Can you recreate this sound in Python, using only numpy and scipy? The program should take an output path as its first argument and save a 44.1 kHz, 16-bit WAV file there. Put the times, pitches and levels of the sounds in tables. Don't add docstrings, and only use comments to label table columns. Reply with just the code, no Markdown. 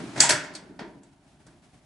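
import sys
import numpy as np
from scipy import signal
from scipy.fft import irfft
from scipy.io import wavfile

SR = 44100
rng = np.random.default_rng(int(sys.argv[2]) if len(sys.argv) > 2 else 0)


def wav_out(sig):
    wavfile.write(sys.argv[1], SR, np.round(np.clip(np.atleast_2d(sig).T, -1, 1) * 32767).astype(np.int16))


N = 81585


def undb(db):
    return 10 ** (np.asarray(db) / 20)


def along(hz, points):
    point_hz, values = np.array(points, float).T
    return np.interp(np.log(np.maximum(hz, 1)), np.log(point_hz), values)


def resonances(hz, peaks):
    return sum(undb(db) / (1 + ((hz - peak_hz) / width_hz) ** 2) for peak_hz, width_hz, db in peaks)


def stereo(mid, side):
    return np.array([mid + side, mid - side])


def fade(t, t60_s):
    return np.exp(-np.log(1000) * t / np.maximum(t60_s, 1e-3))


def rise(t, length_s):
    return np.clip(t / max(length_s, 1e-4), 0, 1)


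def waver(step_s):
    return np.interp(np.arange(N) / SR / step_s, np.arange(1000), rng.standard_normal(1000))


def add(out, start_s, sound):
    i = max(int(start_s * SR), 0)
    out[:, i:i + sound.shape[1]] += sound[:, :N - i]


# (frequency [Hz], side minus mid [dB])
STEREO_WIDTH = [(30, -8.5), (125, -16.5), (330, -14.5), (700, -9), (2500, -3), (8000, -5.5)]
def diffuse(hz, gain):
    mid, side = np.exp(2j * np.pi * rng.random((2, len(hz))))
    scale = len(hz) * np.sqrt(2 / np.sum(gain ** 2))
    return stereo(mid, side * undb(along(hz, STEREO_WIDTH))) * gain * scale


def wash(spectrum):
    hz = np.arange(N // 2 + 1) * SR / N
    return irfft(diffuse(hz, undb(along(hz, spectrum))), N)


def strikes(events, peaks, rise_s, t60_s):
    out, t, hz = np.zeros((2, N)), np.arange(SR) / SR, np.arange(SR // 2 + 1)
    for start_s, db, pitch in events:
        noise = irfft(diffuse(hz, resonances(hz / pitch, peaks)), SR)
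        add(out, start_s, undb(db) * noise * rise(t, rise_s) * fade(t, t60_s))
    return out


# (frequency [Hz], relative density [dB])
AIR_SPECTRUM = [(15, -60), (25, -29.5), (45, -5), (107, -7.5), (134, 0), (212, -6.5), (254, -4), (412, -13),
                (492, -24), (619, -10.5), (1230, -23), (1550, -21.5), (2330, -26), (11000, -34),
                (14300, -57), (22000, -120)]
def air(level_db=-59, waver_db=2.5):
    return wash(AIR_SPECTRUM) * undb(level_db + waver_db * waver(step_s=.021))


# (time [s], length [s], level [dB])
RUSTLE_EVENTS = [(1.261, 0.09, -67.5), (1.614, 0.061, -64), (1.679, 0.13, -68.5)]
# (frequency [Hz], relative density [dB])
RUSTLE_SPECTRUM = [(150, -20), (700, 4), (1200, -5), (4500, -7), (11000, -13.5)]
def rustle(edge_s=.019):
    t = np.arange(N) / SR
    envelope = sum(undb(db) * rise(t - start_s, edge_s) * rise(start_s + length_s - t, edge_s)
                   for start_s, length_s, db in RUSTLE_EVENTS)
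    return wash(RUSTLE_SPECTRUM) * envelope


# (frequency [Hz], relative density [dB])
SLIDE_SPECTRUM = [(59, -35), (100, -10.5), (332, -3.5), (502, -20), (599, -12.5), (923, -16), (9220, -32),
                  (11000, -38), (14300, -63.5), (22000, -120)]
def slide(level_db=-43.5, rough_db=1, travel_s=.2, stop_s=.018):
    moving = rise(travel_s + stop_s - np.arange(N) / SR, stop_s)
    return wash(SLIDE_SPECTRUM) * moving * undb(level_db + rough_db * waver(step_s=.006))


# (time [s], level [dB], pitch [ratio])
DECK_THUDS = [(0.001, -37, 1.13), (0.183, -35, 1.05), (0.345, -46, 1), (0.495, -45.5, 1.07),
              (0.62, -49.5, 1.26), (0.69, -45.5, 1.06), (0.808, -40, 1.234), (1.325, -63, 0.93),
              (1.53, -60.5, 1)]
# (frequency [Hz], half-width [Hz], relative level [dB])
DECK_PEAKS = [(160, 18, -2), (200, 30, -5), (276, 15, -1.5), (338, 70, -7.5)]
def deck():
    return strikes(DECK_THUDS, DECK_PEAKS, rise_s=.008, t60_s=.63)


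# (time [s], level [dB], pitch [ratio])
LATCH_SNAPS = [(0.2030, -10, 1), (0.2045, -5.5, 1), (0.2935, -26, 1), (1.467, -57, 0.99)]
# (frequency [Hz], half-width [Hz], relative level [dB])
LATCH_PEAKS = [(4700, 350, 0), (6200, 600, -4.5), (7650, 310, 2.5)]
# (time [s], level [dB], pitch [ratio])
PIN_CLINKS = [(0.292, -24, 1.2), (0.306, -27, 1), (0.537, -58, 1.1), (0.5505, -37, 1.025)]
# (frequency [Hz], half-width [Hz], relative level [dB])
PIN_PEAKS = [(4345, 88, 0)]
def latch():
    snaps = strikes(LATCH_SNAPS, LATCH_PEAKS, rise_s=.0005, t60_s=.024)
    clinks = strikes(PIN_CLINKS, PIN_PEAKS, rise_s=.0005, t60_s=.06)
    return snaps + clinks


# bass, low mid, mid, high, top (frequency [Hz])
ZONE_CENTRES_HZ = (250, 800, 1800, 4500, 8000)
# (frequency [Hz], relative density [dB])
FRAME_SPECTRUM = [(29, -56.5), (50, -31), (144, -2), (222, -18.5), (266, -3), (381, -5.5), (427, -3),
                  (500, -19.5), (599, -1.5), (701, -3.5), (898, -5.5), (961, -3), (1150, -12), (1480, -7),
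                  (1890, -6), (2370, -9.5), (3110, -11), (3330, -10), (4080, -10), (4360, -5.5),
                  (4670, -6.5), (8020, -6.5), (11000, -15.5), (14300, -46.5), (22000, -120)]
# (frequency [Hz], base T60 [s])
FRAME_DECAY = [(250, 0.69), (800, 0.35), (1800, 0.43), (4500, 0.27), (8000, 0.15)]
# (frequency [Hz], T60 [s])
SHED_DECAY = [(250, 1.2), (800, 1.16), (1800, 0.83), (4500, 0.54), (8000, 0.32)]
BAR_MODES_HZ = (275, 613, 961.5, 1415.5, 1438, 1516, 1593, 1665.5, 1832.6, 1945, 2167, 3365, 4331, 4409,
                4888, 5502, 5552, 6274.5, 6717, 7788, 8007, 8117, 8221, 10330)
BAR_MODES_DB = (-22, -20.5, -15, -22, -22.5, -21.5, -20, -20, -20.5, -16, -22, -16.5, -19.5, -19.5, -17,
                -19.5, -20, -19.5, -18, -18.5, -20, -20.5, -16.5, -21.5)
# (time [s], rise [s], ring length [ratio], struck part [Hz], level in each of five zones [dB])
GATE_BLOWS = [(0.000, .003, 0.58, 279, -25, -33.5, -36.5, -46.5, -57),
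              (0.053, .004, 1.6, 7500, -29.5, -59, -47, -68, -68),
              (0.156, 0.0082, 1.14, 331, -25.5, -29, -29.5, -41, -40.5),
              (0.174, 0.0056, 1.6, 627, -28, -33.5, -28, -31.5, -38),
              (0.2, 0.0066, 1.27, 7500, -25, -24.5, -13.5, -16.5, -13),
              (0.230, .008, 0.64, 965, -36, -17, -26.5, -32.5, -35),
              (0.291, 0.0036, 0.69, 571, -22.5, -18.5, -14.5, -14, -11),
              (0.304, 0.0024, 0.93, 1468, -23, -27, -17.5, -24.5, -18),
              (0.436, 0.0083, 0.75, 7500, -45.5, -45, -36, -51, -47.5),
              (0.536, 0.0036, 0.42, 4390, -45, -66.5, -61.5, -52, -46),
              (0.550, 0.0029, 0.59, 8600, -44.5, -41, -40.5, -34, -40.5),
              (0.790, 0.0039, 0.78, 200, -33, -30, -33, -40, -52.5),
              (0.842, .006, 0.81, 962, -41, -42, -51.5, -63, -72),
              (0.945, 0.0035, 0.8, 275, -40, -47.5, -71, -67, -79),
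              (1.032, .002, 0.4, 7560, -45, -57, -58, -58, -57.5),
              (1.465, .003, 0.54, 1500, -37.5, -49.5, -55.5, -57, -52.5)]
def gate(frame_db=-1, bar_db=-2, shed_db=-14.5, struck_db=9, direct_side_db=-3, bar_side_db=-11.5):
    out, t, hz = np.zeros((2, N)), np.arange(SR) / SR, np.arange(SR // 2 + 1)
    zones = np.array([along(hz, list(zip(ZONE_CENTRES_HZ, row))) for row in np.eye(5)])
    frame_t60_s = along(ZONE_CENTRES_HZ, FRAME_DECAY)[:, None]
    shed_t60_s = along(ZONE_CENTRES_HZ, SHED_DECAY)[:, None]
    shed = undb(shed_db) * rise(t, length_s=.02) * fade(t, shed_t60_s)
    ripple_db = 2 * np.interp(hz / 28, hz, rng.standard_normal(len(hz)))
    frame_gain = undb(along(hz, FRAME_SPECTRUM) + ripple_db * (1 - zones[0] - zones[1] / 2))
    bar_hz = np.array(BAR_MODES_HZ)
    bar_t60_s = .5 * (bar_hz[:, None] / 1000) ** -.3
    bar_pan = stereo(.72, undb(bar_side_db) * rng.standard_normal(len(bar_hz)))
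    for start_s, rise_s, ring, struck_hz, *zone_db in GATE_BLOWS:
        colour_db = along(hz, list(zip(ZONE_CENTRES_HZ, zone_db)))
        colour_db += struck_db * resonances(hz, [(struck_hz, .11 * struck_hz, 0)])
        spectrum = diffuse(hz, frame_gain) * undb(colour_db)
        left, right = irfft(zones * spectrum[:, None], SR)
        direct = undb(frame_db) * fade(t, frame_t60_s * ring)
        tail = shed * ring
        mid = (left + right) / 2 * np.hypot(direct, tail)
        side = (left - right) / 2 * np.hypot(direct * undb(direct_side_db), tail)
        frame = stereo(mid.sum(axis=0), side.sum(axis=0))
        cycles = bar_hz[:, None] * t + rng.random((len(bar_hz), 1))
        modes = fade(t, bar_t60_s * np.sqrt(ring)) * np.sin(2 * np.pi * cycles)
        mode_db = bar_db + np.array(BAR_MODES_DB) + np.interp(bar_hz, hz, colour_db)
        bars = (np.sqrt(2 * ring) * undb(mode_db) * bar_pan) @ modes
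        add(out, start_s, (frame + bars) * rise(t, rise_s))
    return out


def scene(right_bias_db=.34):
    pan = undb([[-right_bias_db / 2], [right_bias_db / 2]])
    return latch() * pan + deck() + air() + slide() + rustle() + gate() * pan


def record(dry, ceiling=.82, cutoff_hz=11200):
    lowpass = signal.firwin(301, cutoff_hz, window=("kaiser", 9), fs=SR)[None]
    return signal.fftconvolve(np.clip(dry, -ceiling, ceiling), lowpass, mode="same", axes=1)


dry = scene()
out = record(dry)
wav_out(out)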